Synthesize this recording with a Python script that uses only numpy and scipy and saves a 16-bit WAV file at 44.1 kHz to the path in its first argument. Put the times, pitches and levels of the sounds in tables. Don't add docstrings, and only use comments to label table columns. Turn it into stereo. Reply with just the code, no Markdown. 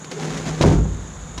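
import sys
import numpy as np
from scipy import signal
from scipy.fft import rfft, irfft
from scipy.io import wavfile

SR = 44100
rng = np.random.default_rng(int(sys.argv[2]) if len(sys.argv) > 2 else 0)


def wav_out(sig):
    wavfile.write(sys.argv[1], SR, np.round(np.clip(np.atleast_2d(sig).T, -1, 1) * 32767).astype(np.int16))


N = 61739
T = np.arange(N) / SR
HZ = np.fft.rfftfreq(N, 1 / SR)

# f/Hz, coherence/0-1
NEAR_COHERENCE = [(130, 0.94), (290, 0.98), (630, 0.6), (1400, 0.42), (3000, 0.86), (6500, 0.53),
                  (14000, 0)]


def amp(db):
    return 10 ** (np.asarray(db) / 20)


def unit_rms(x):
    return x / np.sqrt(np.mean(x ** 2) + 1e-20)


def at_hz(points, hz=HZ):
    f, values = np.transpose(points)
    return np.interp(np.log(hz + 1), np.log(f + 1), values)


def envelope(points):
    return amp(np.interp(T, *np.transpose(points)))


def pan(db):
    return amp(np.array([[db / 2], [-db / 2]]))


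def add(mix, start_s, sound):
    part = mix[..., max(round(start_s * SR), 0):]
    part += sound[..., :part.shape[-1]]


def colour(pair, gain, coherence=NEAR_COHERENCE):
    a, b = rfft(pair)
    c = np.clip(at_hz(coherence), -1, 1)
    mid, side = a * np.sqrt(1 + c), b * np.sqrt(1 - c)
    return unit_rms(irfft(np.array([mid + side, mid - side]) * gain, N))


def noise():
    return rng.standard_normal((2, N))


def wander(rate_hz):
    return unit_rms(irfft(rfft(rng.standard_normal(N)) * np.exp(-(HZ / rate_hz) ** 2), N))


def grit(spectrum, grains_per_s=5000, spread_db=0.5):
    size = amp(spread_db * np.minimum(rng.exponential(1, N), 4))
    grains = noise() * size * (rng.random(N) < grains_per_s / SR)
    return colour(grains, amp(at_hz(spectrum)))


def drag():
    # t/s, level/dB
    pressure = [(0, -52), (.1, -20), (.125, -11), (.19, -6.5), (.23, 1), (.27, -0.5), (.33, 0.5), (.38, -2),
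                (.44, -2.5), (.475, 1.5), (.53, -2), (.565, -6.5), (.6, -2.5), (.66, 3.5), (.71, 1),
                (.77, -5.5), (.82, -19), (.9, -51)]
    # f/Hz, density/dB
    rasp_spectrum = [(40, -51), (130, 5), (220, 3), (420, -3.5), (800, -5.5), (1300, -8), (2100, -10),
                     (2800, -15), (3700, -15), (4400, -19), (5500, -17), (6600, -13), (8200, -24),
                     (10200, -29.5), (11500, -40.5), (14000, -41)]
    sand_spectrum = [(1500, -24), (4000, 6), (7000, -2), (10000, -19), (14000, -20.5)]
    rasp = amp(-29.5) * grit(rasp_spectrum)
    sand = amp(-48) * grit(sand_spectrum, grains_per_s=330)
    judder = amp(0.9 * wander(50))
    return envelope(pressure) * judder * (rasp + sand)


def drone(waver=0.014, flutter_db=1.1):
    # f/Hz, width/Hz, level/dB
    resonances = [(156.9, 5.5, -2), (260, 14.4, -14.5), (341, 11.7, -17.5), (419.8, 13.6, -14),
                  (483, 14, -17), (760, 15.2, -19)]
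    # t/s, level/dB
    swell = [(0, -56), (.075, -40), (.11, -51), (.17, -41), (.195, -34.5), (.215, -26), (.31, -28),
             (.39, -29), (.45, -37), (.51, -25), (.59, -31), (.62, -16.5), (.7, -17), (.74, -27.5),
             (.82, -44)]
    out = 0
    for hz, width_hz, db in resonances:
        cycles = np.cumsum(hz * (1 + waver * wander(2 * width_hz))) / SR
        out = out + amp(db + flutter_db * wander(2 * width_hz)) * np.sin(2 * np.pi * cycles)
    return envelope(swell) * unit_rms(out)


def groans(waver=0.037):
    # t/s, length/s, start f/Hz, end f/Hz, level/dB
    slips = [(.108, 0.03, 543, 495, -34), (.115, .05, 427, 378, -33.5), (.155, 0.045, 444, 380, -26),
             (.18, 0.039, 799, 775, -34.5), (.448, 0.065, 771, 613, -33), (.455, 0.048, 294, 250.5, -27)]
    out = np.zeros(N)
    for start_s, length_s, start_hz, end_hz, db in slips:
        progress = np.minimum(T / length_s, 1)
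        hz = (start_hz + (end_hz - start_hz) * progress) * (1 + waver * wander(180))
        tone = np.sin(2 * np.pi * np.cumsum(hz) / SR)
        add(out, start_s, amp(db) * np.sin(np.pi * progress) * tone)
    return out


def crunch(db, rise_s, decay_s, pan_db):
    # f/Hz, density/dB
    spectrum = [(60, -23), (250, 12.5), (600, -2.5), (1300, -2), (2200, -1), (3000, -4), (3900, -3.5),
                (4700, -3.5), (6400, -5), (8300, -15), (10500, -20.5), (14000, -35)]
    shape = np.minimum(T / rise_s, 1) * np.exp(-np.maximum(T - rise_s, 0) / decay_s)
    return amp(db) * pan(pan_db) * shape * grit(spectrum)


def edge_catches(rise_s=0.0029):
    # t/s, level/dB, decay/s, left-right/dB
    catches = [(0.0414, -33, 0.0082, 0.5), (0.1119, -27.5, 0.017, 0), (.1965, -30, 0.0045, 3),
               (0.302, -34, 0.0067, 0), (0.3717, -28.5, 0.012, -6), (0.4589, -30, 0.0092, 0),
               (.4873, -28.5, 0.0075, 0), (0.6107, -21.5, 0.022, 1.5), (0.6226, -17, 0.0067, 0)]
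    out = np.zeros((2, N))
    for start_s, db, decay_s, pan_db in catches:
        add(out, start_s, crunch(db, rise_s, decay_s, pan_db))
    return out


def landing(bass_below_hz=120, panels_db=-11):
    # t/s, level/dB, contact/s, bass/dB, knock f/Hz, knock level/dB
    blows = [(0.6098, -12.5, 0.001, -27, 544, -11.5), (0.6389, -10, 0.0011, 0, 915, -7),
             (0.648, -9, 0.00089, -1, 568, -13.5), (0.6607, -16, 0.0011, -2.5, 420, -8.5),
             (.680, -14.5, 0.0019, 2, 406, -13.5), (.692, -14.5, 0.00078, -14, 590, -25),
             (.713, -13.5, 0.0019, -9, 767, -13.5), (.726, -20, 0.0013, 12, 322, -14),
             (0.7537, -19.5, 0.00096, 7, 495, -24), (0.777, -24.5, 0.012, 10.5, 303, -26),
             (.789, -21, 0.0054, 7.5, 365, -17), (.854, -28, 0.0019, -3, 780, -25.5)]
    # f/Hz, level/dB, t60/s
    modes = [(55.2, -7, 1.04), (97.6, -9.5, 0.45), (151.1, -10, 0.68), (168.8, -2.5, 0.31),
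             (189.6, -9, 0.54), (252, -21, .35), (290.2, -14, 0.42), (333.2, -9.5, 0.3), (403, -9.5, 0.73),
             (483, -16.5, 0.56), (577, -11, 0.18), (696, -14.5, 0.2), (826, -24, 0.17), (911, -16, 0.32)]
    out = np.zeros((2, N))
    for start_s, db, contact_s, bass_db, knock_hz, knock_db in blows:
        force = np.exp(-T[:1024] * 2 * np.pi / contact_s) * T[:1024]
        shell = np.zeros(N)
        for hz, mode_db, t60_s in modes:
            decay = amp(mode_db - 60 * T / t60_s + bass_db * (hz < bass_below_hz))
            shell += decay * np.sin(2 * np.pi * hz * T)
        ring = shell + amp(panels_db) * panels()
        add(out, start_s, amp(db) * signal.oaconvolve(ring, force[None] / force.sum()))
        add(out, start_s, amp(knock_db) * knock(knock_hz))
    return out


def panels():
    # f/Hz, density/dB
    spectrum = [(30, -40), (70, -10), (150, 0), (350, 1.5), (600, -8.5), (1000, -12.5), (1400, -3),
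                (2500, -32), (6000, -36), (14000, -70)]
    # f/Hz, t60/s
    ring_times = [(60, 0.43), (200, 0.78), (500, 0.71), (1200, 0.37), (6000, 0.39)]
    hz, t, bands = signal.stft(colour(noise(), amp(at_hz(spectrum))), SR, nperseg=512)
    decay = amp(-60 * t / at_hz(ring_times, hz)[:, None])
    return signal.istft(bands * decay, SR, nperseg=512)[1][:, :N]


def knock(hz, rise_s=0.0006, decay_s=0.0033, lower_ratio=0.638, lower_db=4):
    pair = np.sin(2 * np.pi * hz * T) + amp(lower_db) * np.sin(2 * np.pi * hz * lower_ratio * T)
    return np.minimum(T / rise_s, 1) * np.exp(-T / decay_s) * pair


def boom(hz=55, waver=0.042, flutter_db=2):
    # t/s, level/dB
    swell = [(0, -67), (.27, -51), (.33, -42.5), (.46, -40.5), (.51, -32.5), (.62, -44), (.78, -16),
             (.95, -26.5), (1.08, -35.5), (1.14, -33), (1.27, -34), (1.39, -32.5)]
    # f/Hz, density/dB
    spectrum = [(18, -26), (34, -4), (50, -4), (70, -7.5), (92, -1.5), (125, -9.5), (165, -11.5),
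                (260, -21), (600, -46), (2000, -74)]
    cycles = np.cumsum(hz * (1 + waver * wander(13))) / SR
    tone = amp(-1 + flutter_db * wander(12)) * np.sin(2 * np.pi * cycles)
    rumble = amp(-4.5) * colour(noise(), amp(at_hz(spectrum)))
    return envelope(swell) * pan(3) * (tone + rumble)


def clinks(rise_s=0.00022, phase_spread_rad=0.39):
    # t/s, level/dB
    hits = [(0.6121, -18.5), (1.3779, -28), (1.3848, -33)]
    # f/Hz, level/dB, t60/s
    modes = [(1010, -4, 0.088), (2150, -9, 0.053), (2990, -11, 0.022), (3817, -2.5, 0.033),
             (5293, -10.5, 0.058), (5880, -11.5, .04)]
    attack = np.minimum(T / rise_s, 1)
    out = np.zeros((2, N))
    for start_s, db in hits:
        for hz, mode_db, t60_s in modes:
            phase = rng.uniform(0, 2 * np.pi) + phase_spread_rad * rng.standard_normal((2, 1))
            decay = amp(db + mode_db - 60 * T / t60_s)
            add(out, start_s, decay * attack * np.sin(2 * np.pi * hz * T + phase))
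    return out


def shoe():
    # t/s, level/dB, rise/s, decay/s, left-right/dB
    scuffs = [(1.3767, -29, 0.0044, .014, 1)]
    out = np.zeros((2, N))
    for start_s, db, rise_s, decay_s, pan_db in scuffs:
        add(out, start_s, crunch(db, rise_s, decay_s, pan_db))
    return out


def outdoors(flutter_db=1.1):
    # f/Hz, density/dB
    air_spectrum = [(25, -24), (70, -17), (160, 2.5), (230, -2.5), (330, -10.5), (470, -7.5), (650, -10.5),
                    (1000, -9), (1600, -12), (2600, -22.5), (3700, -21), (5200, -29), (8500, -39),
                    (10200, -28.5), (11500, -54), (14000, -42)]
    # f/Hz, half-width/Hz, level/dB, left-right/dB
    insects = [(6814, 476, -42.5, -0.5), (3640, 130, -60.5, -4)]
    # f/Hz, coherence/0-1
    coherence = [(130, 0.83), (290, 0.9), (630, 0.45), (1400, 0.087), (3000, 0.8), (6500, 0.049),
                 (14000, 0)]
    out = amp(-39) * pan(0.5) * colour(noise(), amp(at_hz(air_spectrum)), coherence)
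    for hz, half_width_hz, db, pan_db in insects:
        band = 1 / (1 + ((HZ - hz) / half_width_hz) ** 2)
        out += amp(db + flutter_db * wander(40)) * pan(pan_db) * colour(noise(), band, coherence)
    return out


def scene():
    sliding = drag() + drone() + groans() + edge_catches()
    return sliding + shoe() + clinks() + landing() + outdoors() + boom()


def record(dry):
    # f/Hz, left-right/dB
    balance = [(60, -2.5), (300, 0), (700, -.4), (1300, 0.5), (2300, 0), (4200, 1), (7800, -3.5),
               (14000, -1)]
    low_cut_hz, high_cut_hz = 33, 14400
    balance_db = at_hz(balance)
    heard = irfft(rfft(dry) * amp(np.array([balance_db, -balance_db]) / 2), N)
    heard = signal.sosfilt(signal.butter(2, low_cut_hz, "high", fs=SR, output="sos"), heard)
    heard = heard / (1 + heard ** 4) ** 0.25
    lowpass = signal.firwin(511, high_cut_hz, window=("kaiser", 9), fs=SR)
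    return signal.oaconvolve(heard, lowpass[None], "same")


dry = scene()
out = record(dry)
wav_out(out)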